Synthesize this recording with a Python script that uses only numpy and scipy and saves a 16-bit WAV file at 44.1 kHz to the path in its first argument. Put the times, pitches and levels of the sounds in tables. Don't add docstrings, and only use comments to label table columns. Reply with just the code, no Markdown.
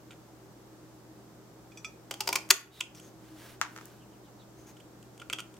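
import sys
import numpy as np
from scipy import signal
from scipy.fft import rfft, irfft
from scipy.io import wavfile
from scipy.ndimage import uniform_filter1d, minimum_filter1d

SR = 44100
rng = np.random.default_rng(int(sys.argv[2]) if len(sys.argv) > 2 else 0)


def dump_mix(stems):
    frames = np.atleast_2d(stems).T
    limited = np.clip(frames, -1, 1)
    pcm = np.round(limited * 32767).astype(np.int16)
    wavfile.write(sys.argv[1], SR, pcm)


N = 246607
FILTER_SIZE = 4096
HZ = np.fft.rfftfreq(FILTER_SIZE, 1 / SR)

# (frequency [Hz], relative level [dB])
AIR_SPECTRUM = [(25, -29.5), (55, -8.5), (95, -13.5), (150, -8), (260, -9), (400, -9.5), (750, -13.5),
                (1400, -20.5), (2400, -28.5), (4200, -29.5), (5500, -28), (7500, -29), (10500, -36.5),
                (13000, -32), (16000, -37)]
# (frequency [Hz], coherence [0-1])
AIR_COHERENCE = [(30, 0), (130, 0.34), (300, 0.92), (640, 0.45), (1400, .35), (3000, 0.014), (15000, 0)]
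# (frequency [Hz], level [dB])
HUM_LINES = [(59.5, -74), (120.2, -57.5)]
# (frequency [Hz], bandwidth [Hz], level [dB])
FAN_TONES = [(165, 10, -70.5), (203, 13, -68), (316.3, 21, -59.5), (386.3, 16, -67)]
# (frequency [Hz], t60 [s])
ROOM_DECAY = [(150, .3), (500, .33), (1500, 0.36), (4000, 0.26), (8000, 0.23), (15000, 0.31)]
# (frequency [Hz], relative level [dB])
ROOM_SPECTRUM = [(150, -1), (500, 4.5), (1100, -2), (4000, -1), (8000, -0.5), (15000, -8)]
# (frequency [Hz], left minus right [dB])
PUNCH_BALANCE = [(100, 2.5), (1400, -0.5), (2200, -4), (3600, -3), (5000, 3), (7400, 3), (9500, 4.5),
                 (12000, 0.5), (16000, 7)]

# (frequency [Hz], relative level [dB])
FRICTION_SPECTRUM = [(300, -6), (1400, -2.5), (3000, -4), (7000, -9), (10000, -9.5), (15000, -10)]
TAP_SPECTRUM = [(150, -44), (500, -28), (800, -11), (1400, 0), (2200, -8.5), (4200, -16), (6800, -11),
                (9000, -24), (15000, -27)]
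RATTLE_SPECTRUM = [(120, -14), (300, -12), (700, -2.5), (1400, 3), (1800, -5.5), (2500, 2.5), (3400, 1),
                   (4000, -9.5), (7500, -5.5), (10000, -14.5), (15000, -24.5)]
BITE_SPECTRUM = [(120, -21.5), (300, -7), (800, 5.5), (1700, -6.5), (2600, -6), (4000, -9), (6000, -4.5),
                 (9500, -13), (15000, -16)]
SNAP_SPECTRUM = [(40, -59), (150, -31), (350, -11), (560, -14), (1100, 2), (2000, -3), (4000, -3.5),
                 (7000, -4.5), (10000, -8), (15000, -12)]
# (frequency [Hz], bandwidth [Hz], lift [dB], relative ring level [dB], t60 [s])
BODY_MODES = [(388.2, 98, 12, -26.5, .25), (1108, 29, 4.5, -23, 0.29), (1432, 110, 8.5, -25.5, .35),
              (2060, 160, 2.5, -26, 0.23), (2340, 380, 5, -35.5, .2), (3170, 700, 4.5, -23, .25),
              (4590, 220, 4.5, -26, .36), (4940, 160, 5.5, -29.5, .2), (6670, 520, 2, -27, 0.14),
              (7250, 110, 5.5, -29, .2), (8700, 670, 4, -37, .2), (11800, 360, 6, -39, .15),
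              (12500, 400, 10, -37.5, .15)]
# (frequency [Hz], relative level [dB], t60 [s])
SPRING_MODES = [(1290, -4.5, 0.099), (2315, 0.5, .07), (2474, 6, 0.072), (3426, -1.5, 0.053),
                (4690, -10, 0.09), (5270, -8, 0.05), (5650, -13, 0.19), (6010, -7, 0.12), (6980, -17, 0.18),
                (7740, -12.5, 0.11), (9300, -19, 0.061), (12000, -27, 0.045), (14450, -26, .03)]

# (centre time [s], half length [s], level [dB])
ARM_BRUSHES = [(3.322, 0.12, -64), (3.461, 0.095, -54.5), (3.823, 0.17, -62)]
# (centre time [s], half length [s], level [dB], resonance [Hz])
CARD_RUBS = [(2.776, 0.053, -53, 3800), (2.976, 0.02, -55, 5600), (3.055, 0.046, -60, 6500),
             (4.61, 0.041, -65.5, 6320), (4.692, 0.027, -58, 6470)]
# (time [s], level [dB], starting frequency [Hz])
CARD_SQUEAKS = [(3.993, -70, 3220), (4.108, -74, 3217), (4.229, -73, 3700), (4.38, -68, 4130)]
# (time [s], level [dB])
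CARD_FLICKS = [(5.027, -59.5), (5.1771, -58.5), (5.5403, -61), (5.5676, -61.5)]
# (time [s], level [dB], treble [dB])
DESK_TAPS = [(3.6144, -25.5, -6), (3.7631, -46.5, -4), (3.777, -49.5, 0), (3.787, -48.5, -23),
             (3.812, -53, -7), (3.8562, -49.5, 48)]
# (time [s], level [dB], length [s], treble [dB], resonance [Hz])
LOOSE_RATTLES = [(0.106, -52, 0.0083, -4, 3800), (0.119, -55.5, 0.015, -6, 1900),
                 (2.9475, -53, 0.0078, 14, 6070), (2.9966, -53.5, .0056, 22, 2990),
                 (4.766, -59.5, 0.0079, 10, 3080), (4.799, -57, 0.0084, 6, 3100),
                 (5.197, -50.5, 0.0058, 8, 3210), (5.216, -45, 0.0058, -10, 1380),
                 (5.2988, -37, 0.00086, 0, 2100), (5.3278, -35, 0.0033, 9, 2450),
                 (5.3325, -31.5, 0.0019, 2, 3200), (5.385, -39.5, 0.0031, -4, 3150),
                 (5.392, -41, 0.005, -1.5, 1310), (5.402, -41.5, 0.0034, 12, 3100)]
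# (time [s], level [dB], spectral slope [dB/octave])
SPRING_PINGS = [(1.718, -58.5, -3), (1.7727, -47.5, 8.5), (1.8454, -36.5, 1)]
# (time [s], level [dB], length [s], resonance [Hz])
LEVER_RETURN = [(2.8049, -31.5, 0.00595, 7690), (2.8076, -28.5, 0.0029, 3010)]
# (time [s], level [dB], length [s], bass [dB], resonance [Hz])
DIE_BITES = [(2.1096, -34, .004, 4, 3020), (2.138, -42.5, .005, -3.5, 3260),
             (2.205, -31.5, .003, -5.5, 4900), (2.2072, -33, .003, -5.5, 2820),
             (2.2735, -28, .0052, 6, 5100), (2.2887, -30, .0025, 6, 4800), (2.3269, -28, .005, -1, 2380),
             (2.355, -24, .0062, -7.5, 2370), (2.4892, -51.5, .002, 0, 8990),
             (2.5002, -41.5, .003, 2, 1599)]
# (time [s], level [dB], length [s], bass [dB], treble [dB], resonance [Hz])
DIE_SNAP = [(2.5041, -12.5, 0.0045, -2.5, -2, 4450), (2.5073, -12, 0.0042, -1, 4.5, 2100),
            (2.51, -9.5, .0017, 5, -6.5, 6590)]
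SQUEEZE_S, CUT_S = 2.10, 2.35


def amp(db):
    return 10 ** (np.asarray(db) / 20)


def unit_rms(x):
    return x / np.sqrt(np.mean(x ** 2) + 1e-20)


def sized(x, db):
    return amp(db) * x * np.sqrt(SR / 100) / np.linalg.norm(x)


def read(points, hz):
    f, value = np.transpose(points)
    return np.interp(np.log(hz + 1), np.log(f + 1), value)


def add(mix, s, sound):
    part = mix[max(round(s * SR), 0):][:len(sound)]
    part += sound[:len(part)]


def shaped(x, db):
    return irfft(rfft(x) * amp(np.interp(np.fft.rfftfreq(N, 1 / SR), HZ, db)), N)


def causal(db):
    log_gain = np.log(amp(np.r_[db, db[-2:0:-1]]))
    return irfft(np.exp(np.conj(signal.hilbert(log_gain)))[:len(HZ)])


def resonance(hz, width, f=HZ):
    return 1 / (1 + (2 * (f - hz) / width) ** 2)


def contact_tone(treble_db, hz, lift_db):
    return treble_db * HZ ** 2 / (HZ ** 2 + 5000 ** 2) + lift_db * resonance(hz, .16 * hz)


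def room_tone(air_db=-55.5):
    t, f = np.arange(N) / SR, np.fft.rfftfreq(N, 1 / SR)
    shared, left, right, fan = rfft(rng.standard_normal((4, N)))
    coherence = np.clip(read(AIR_COHERENCE, f), 0, 1)
    noise = np.sqrt(coherence) * shared + np.sqrt(1 - coherence) * np.array([left, right])
    air = irfft(noise * amp(read(AIR_SPECTRUM, f)), N)
    hum = sum(amp(db) * np.sin(2 * np.pi * (hz * t + rng.random())) for hz, db in HUM_LINES)
    whirr = sum(amp(db) * unit_rms(irfft(fan * resonance(hz, width, f), N))
                for hz, width, db in FAN_TONES)
    return amp(air_db) * unit_rms(air) + hum + whirr


def reverberation(x, early_db, early_s, gap_s=.0012, echoes_per_s=4000):
    t = np.arange(SR // 2) / SR
    echoes = rng.standard_normal((2, len(t))) * (rng.random((2, len(t))) < echoes_per_s / SR)
    echoes = echoes * (t > gap_s) * amp(early_db * np.exp(-t / early_s))
    hz, when, bands = signal.stft(echoes, SR, nperseg=256)
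    same = resonance(0, 2600, hz)[:, None]
    bands = np.array([bands[0], same * bands[0] + np.sqrt(1 - same ** 2) * bands[1]])
    decay = amp(read(ROOM_SPECTRUM, hz)[:, None] - 60 * when / read(ROOM_DECAY, hz)[:, None])
    tail = signal.istft(bands * decay, SR, nperseg=256)[1]
    tail /= np.linalg.norm(tail, axis=1, keepdims=True)
    return signal.fftconvolve(x[None], tail, axes=1)[:, :N]


def placed(x, left_db, lead_s):
    delay = np.exp(-2j * np.pi * np.fft.rfftfreq(N, 1 / SR) * lead_s)
    left, right = shaped(x, left_db / 2), shaped(x, -left_db / 2)
    return np.array([left, irfft(rfft(right) * delay, N)])


def friction(s, half_s, db, treble_db, hz, lift_db, grain_db=1.5):
    t = np.arange(N) / SR
    noise = rng.standard_normal(N)
    roughness = unit_rms(uniform_filter1d(rng.standard_normal(N), size=90))
    spectrum_db = read(FRICTION_SPECTRUM, HZ) + contact_tone(treble_db, hz, lift_db)
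    hiss = unit_rms(shaped(noise * amp(grain_db * roughness), spectrum_db))
    return amp(db) * hiss * np.exp(-((t - s) / half_s) ** 4)


def arm_brushes():
    return sum(friction(s, half_s, db, treble_db=-2.8, hz=1570, lift_db=4.5)
               for s, half_s, db in ARM_BRUSHES)


def card_rubs():
    return sum(friction(s, half_s, db, treble_db=0, hz=hz, lift_db=15) for s, half_s, db, hz in CARD_RUBS)


def card_squeaks(length_s=.063, fall=.32, jitter=.088):
    out, progress = np.zeros(N), np.linspace(0, 1, int(length_s * SR))
    for s, db, first_hz in CARD_SQUEAKS:
        waver = unit_rms(uniform_filter1d(rng.standard_normal(N), size=30))[:len(progress)]
        hz = first_hz * (1 - fall * progress ** 2) * (1 + jitter * waver)
        squeak = np.sin(np.pi * progress) * np.sin(2 * np.pi * np.cumsum(hz) / SR)
        add(out, s, amp(db) * unit_rms(squeak))
    return out


def desk_taps(corner_hz=6000):
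    out = np.zeros(N)
    for s, db, treble_db in DESK_TAPS:
        spectrum_db = read(TAP_SPECTRUM, HZ) + treble_db * HZ ** 2 / (HZ ** 2 + corner_hz ** 2)
        add(out, s, sized(causal(spectrum_db), db))
    return out


def chatter(length_s, crumble_db, rise_s=.0004, fall_s=.001, crumble_s=.009):
    t = np.arange(FILTER_SIZE) / SR
    after = np.maximum(t - length_s, 0)
    release = np.exp(-after / fall_s) + amp(crumble_db) * np.exp(-after / crumble_s)
    force = (1 - np.exp(-t / rise_s)) * release
    spectrum = rfft(force * rng.standard_normal(FILTER_SIZE))
    evenness = .5 + .5 * resonance(0, 2400)
    return np.sqrt(force) * irfft(spectrum / (abs(spectrum) + 1e-9) ** evenness)


def crack(spectrum, db, length_s, crumble_db, hz, lift_db, bass_db=0, treble_db=0):
    modes_db = sum(lift * resonance(mode_hz, width) for mode_hz, width, lift, _, _ in BODY_MODES)
    shelf_db = bass_db / (1 + (HZ / 900) ** 2)
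    response = causal(read(spectrum, HZ) + modes_db + shelf_db + contact_tone(treble_db, hz, lift_db))
    return sized(signal.fftconvolve(chatter(length_s, crumble_db), response), db)


def ringing(x, ring_db):
    t = np.arange(SR // 2) / SR
    ring = sum(amp(db - 60 * t / t60) * np.cos(2 * np.pi * hz * t) / np.sqrt(t60 * SR)
               for hz, _, _, db, t60 in BODY_MODES)
    return x + amp(ring_db) * signal.fftconvolve(x, ring)[:N]


def knock(db, hz, t60, rise_s=.0031):
    t = np.arange(SR // 6) / SR
    envelope = (1 - np.exp(-t / rise_s)) * amp(-60 * t / t60)
    return sized(envelope * np.sin(2 * np.pi * hz * t), db)


def card_flicks():
    out = np.zeros(N)
    for s, db in CARD_FLICKS:
        tick = crack(RATTLE_SPECTRUM, db, length_s=.0022, crumble_db=-16, hz=8990, lift_db=5, treble_db=10)
        add(out, s, tick)
    return out


def rattles():
    out = np.zeros(N)
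    for s, db, length_s, treble_db, hz in LOOSE_RATTLES:
        add(out, s, crack(RATTLE_SPECTRUM, db, length_s, crumble_db=-10, hz=hz, lift_db=9.5,
                          bass_db=7.5, treble_db=treble_db))
        add(out, s, knock(db - 13, hz=1391, t60=.037))
    return ringing(out, ring_db=-10.5)


def spring(rise_s=.0009, pivot_hz=2500, scrape_db=-10):
    out, t = np.zeros(N), np.arange(SR // 3) / SR
    scrape_response = causal(read(RATTLE_SPECTRUM, HZ) + 8 * resonance(6100, 4000))
    for s, level_db, slope_db in SPRING_PINGS:
        ping = np.zeros(len(t))
        for hz, db, t60 in SPRING_MODES:
            envelope = amp(db + slope_db * np.log2(hz / pivot_hz) - 60 * t / t60)
            ping += envelope * np.sin(2 * np.pi * (hz * t + rng.random()))
        add(out, s, sized(ping * (1 - np.exp(-t / rise_s)), level_db))
        scrape = signal.fftconvolve(chatter(length_s=.006, crumble_db=-3), scrape_response)
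        add(out, s, sized(scrape, level_db + scrape_db))
    return out


def lever():
    out = np.zeros(N)
    for s, db, length_s, hz in LEVER_RETURN:
        add(out, s, crack(RATTLE_SPECTRUM, db, length_s, crumble_db=-17, hz=hz, lift_db=8.5,
                          bass_db=-21, treble_db=-1))
    add(out, LEVER_RETURN[-1][0], knock(db=-45.5, hz=1037, t60=.027))
    return ringing(out, ring_db=-17)


def fibres(breaks_per_s=2000, peak_db=-47.5, swell_db_per_s=85, fade_db_per_s=170):
    t = np.arange(N) / SR
    db = peak_db - swell_db_per_s * np.maximum(CUT_S - t, 0) - fade_db_per_s * np.maximum(t - CUT_S, 0)
    breaks = rng.standard_normal(N) * (rng.random(N) < breaks_per_s / SR)
    crackle = signal.fftconvolve(breaks, causal(read(BITE_SPECTRUM, HZ)))[:N]
    return amp(db) * (t > SQUEEZE_S) * unit_rms(crackle)


def die_bites(slack_hz=800, loaded_hz=1070):
    cracks, knocks = np.zeros(N), np.zeros(N)
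    for s, db, length_s, bass_db, hz in DIE_BITES:
        add(cracks, s, crack(BITE_SPECTRUM, db, length_s, crumble_db=-6.5, hz=hz, lift_db=10,
                             bass_db=bass_db, treble_db=-1.2))
        load = np.clip((s - SQUEEZE_S) / (CUT_S - SQUEEZE_S), 0, 1) ** 2.1
        add(knocks, s, knock(db - 10.5, hz=slack_hz + (loaded_hz - slack_hz) * load, t60=.045))
    return ringing(cracks, ring_db=-4.5) + knocks


def die_snap():
    cracks, knocks = np.zeros(N), np.zeros(N)
    for s, db, length_s, bass_db, treble_db, hz in DIE_SNAP:
        add(cracks, s, crack(SNAP_SPECTRUM, db, length_s, crumble_db=-30, hz=hz, lift_db=11,
                             bass_db=bass_db, treble_db=treble_db))
    add(knocks, DIE_SNAP[1][0], knock(db=-23.5, hz=1117, t60=.023) + knock(db=-36, hz=374, t60=.072))
    return ringing(cracks, ring_db=-7) + knocks


def scene():
    handling = spring() + die_bites() + fibres() + rattles()
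    handling += card_flicks() + card_rubs() + arm_brushes() + card_squeaks()
    action, taps = die_snap() + lever(), desk_taps()
    punch_echoes = reverberation(handling + amp(-1.5) * action, early_db=7, early_s=.024)
    tap_echoes = reverberation(taps, early_db=7.5, early_s=.025)
    tap_left_db = read([(300, 4), (2500, .5), (7000, 8.4)], HZ)
    near = placed(handling + action, read(PUNCH_BALANCE, HZ), lead_s=.000012) + amp(-9) * punch_echoes
    far = placed(taps, tap_left_db, lead_s=.00009) + amp(-6.5) * tap_echoes
    return near + far + room_tone()


def record(dry, recovery_db_per_s=17, limit=.73, cutoff_hz=15950):
    peak_db = 20 * np.log10(abs(dry).max(axis=0) + 1e-9)
    recovery_db = np.arange(N) / SR * recovery_db_per_s
    duck_db = np.maximum(np.maximum.accumulate(peak_db + recovery_db) - recovery_db, 0)
    ducked = dry / amp(uniform_filter1d(duck_db, size=16))
    limiter_gain = np.minimum(limit / (abs(ducked).max(axis=0) + 1e-9), 1)
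    limited = ducked * uniform_filter1d(minimum_filter1d(limiter_gain, size=45), size=45)
    low_pass = signal.firwin(401, cutoff_hz, window=("kaiser", 9), fs=SR)
    return signal.oaconvolve(limited, low_pass[None], "same")


dry = scene()
out = record(dry)
dump_mix(out)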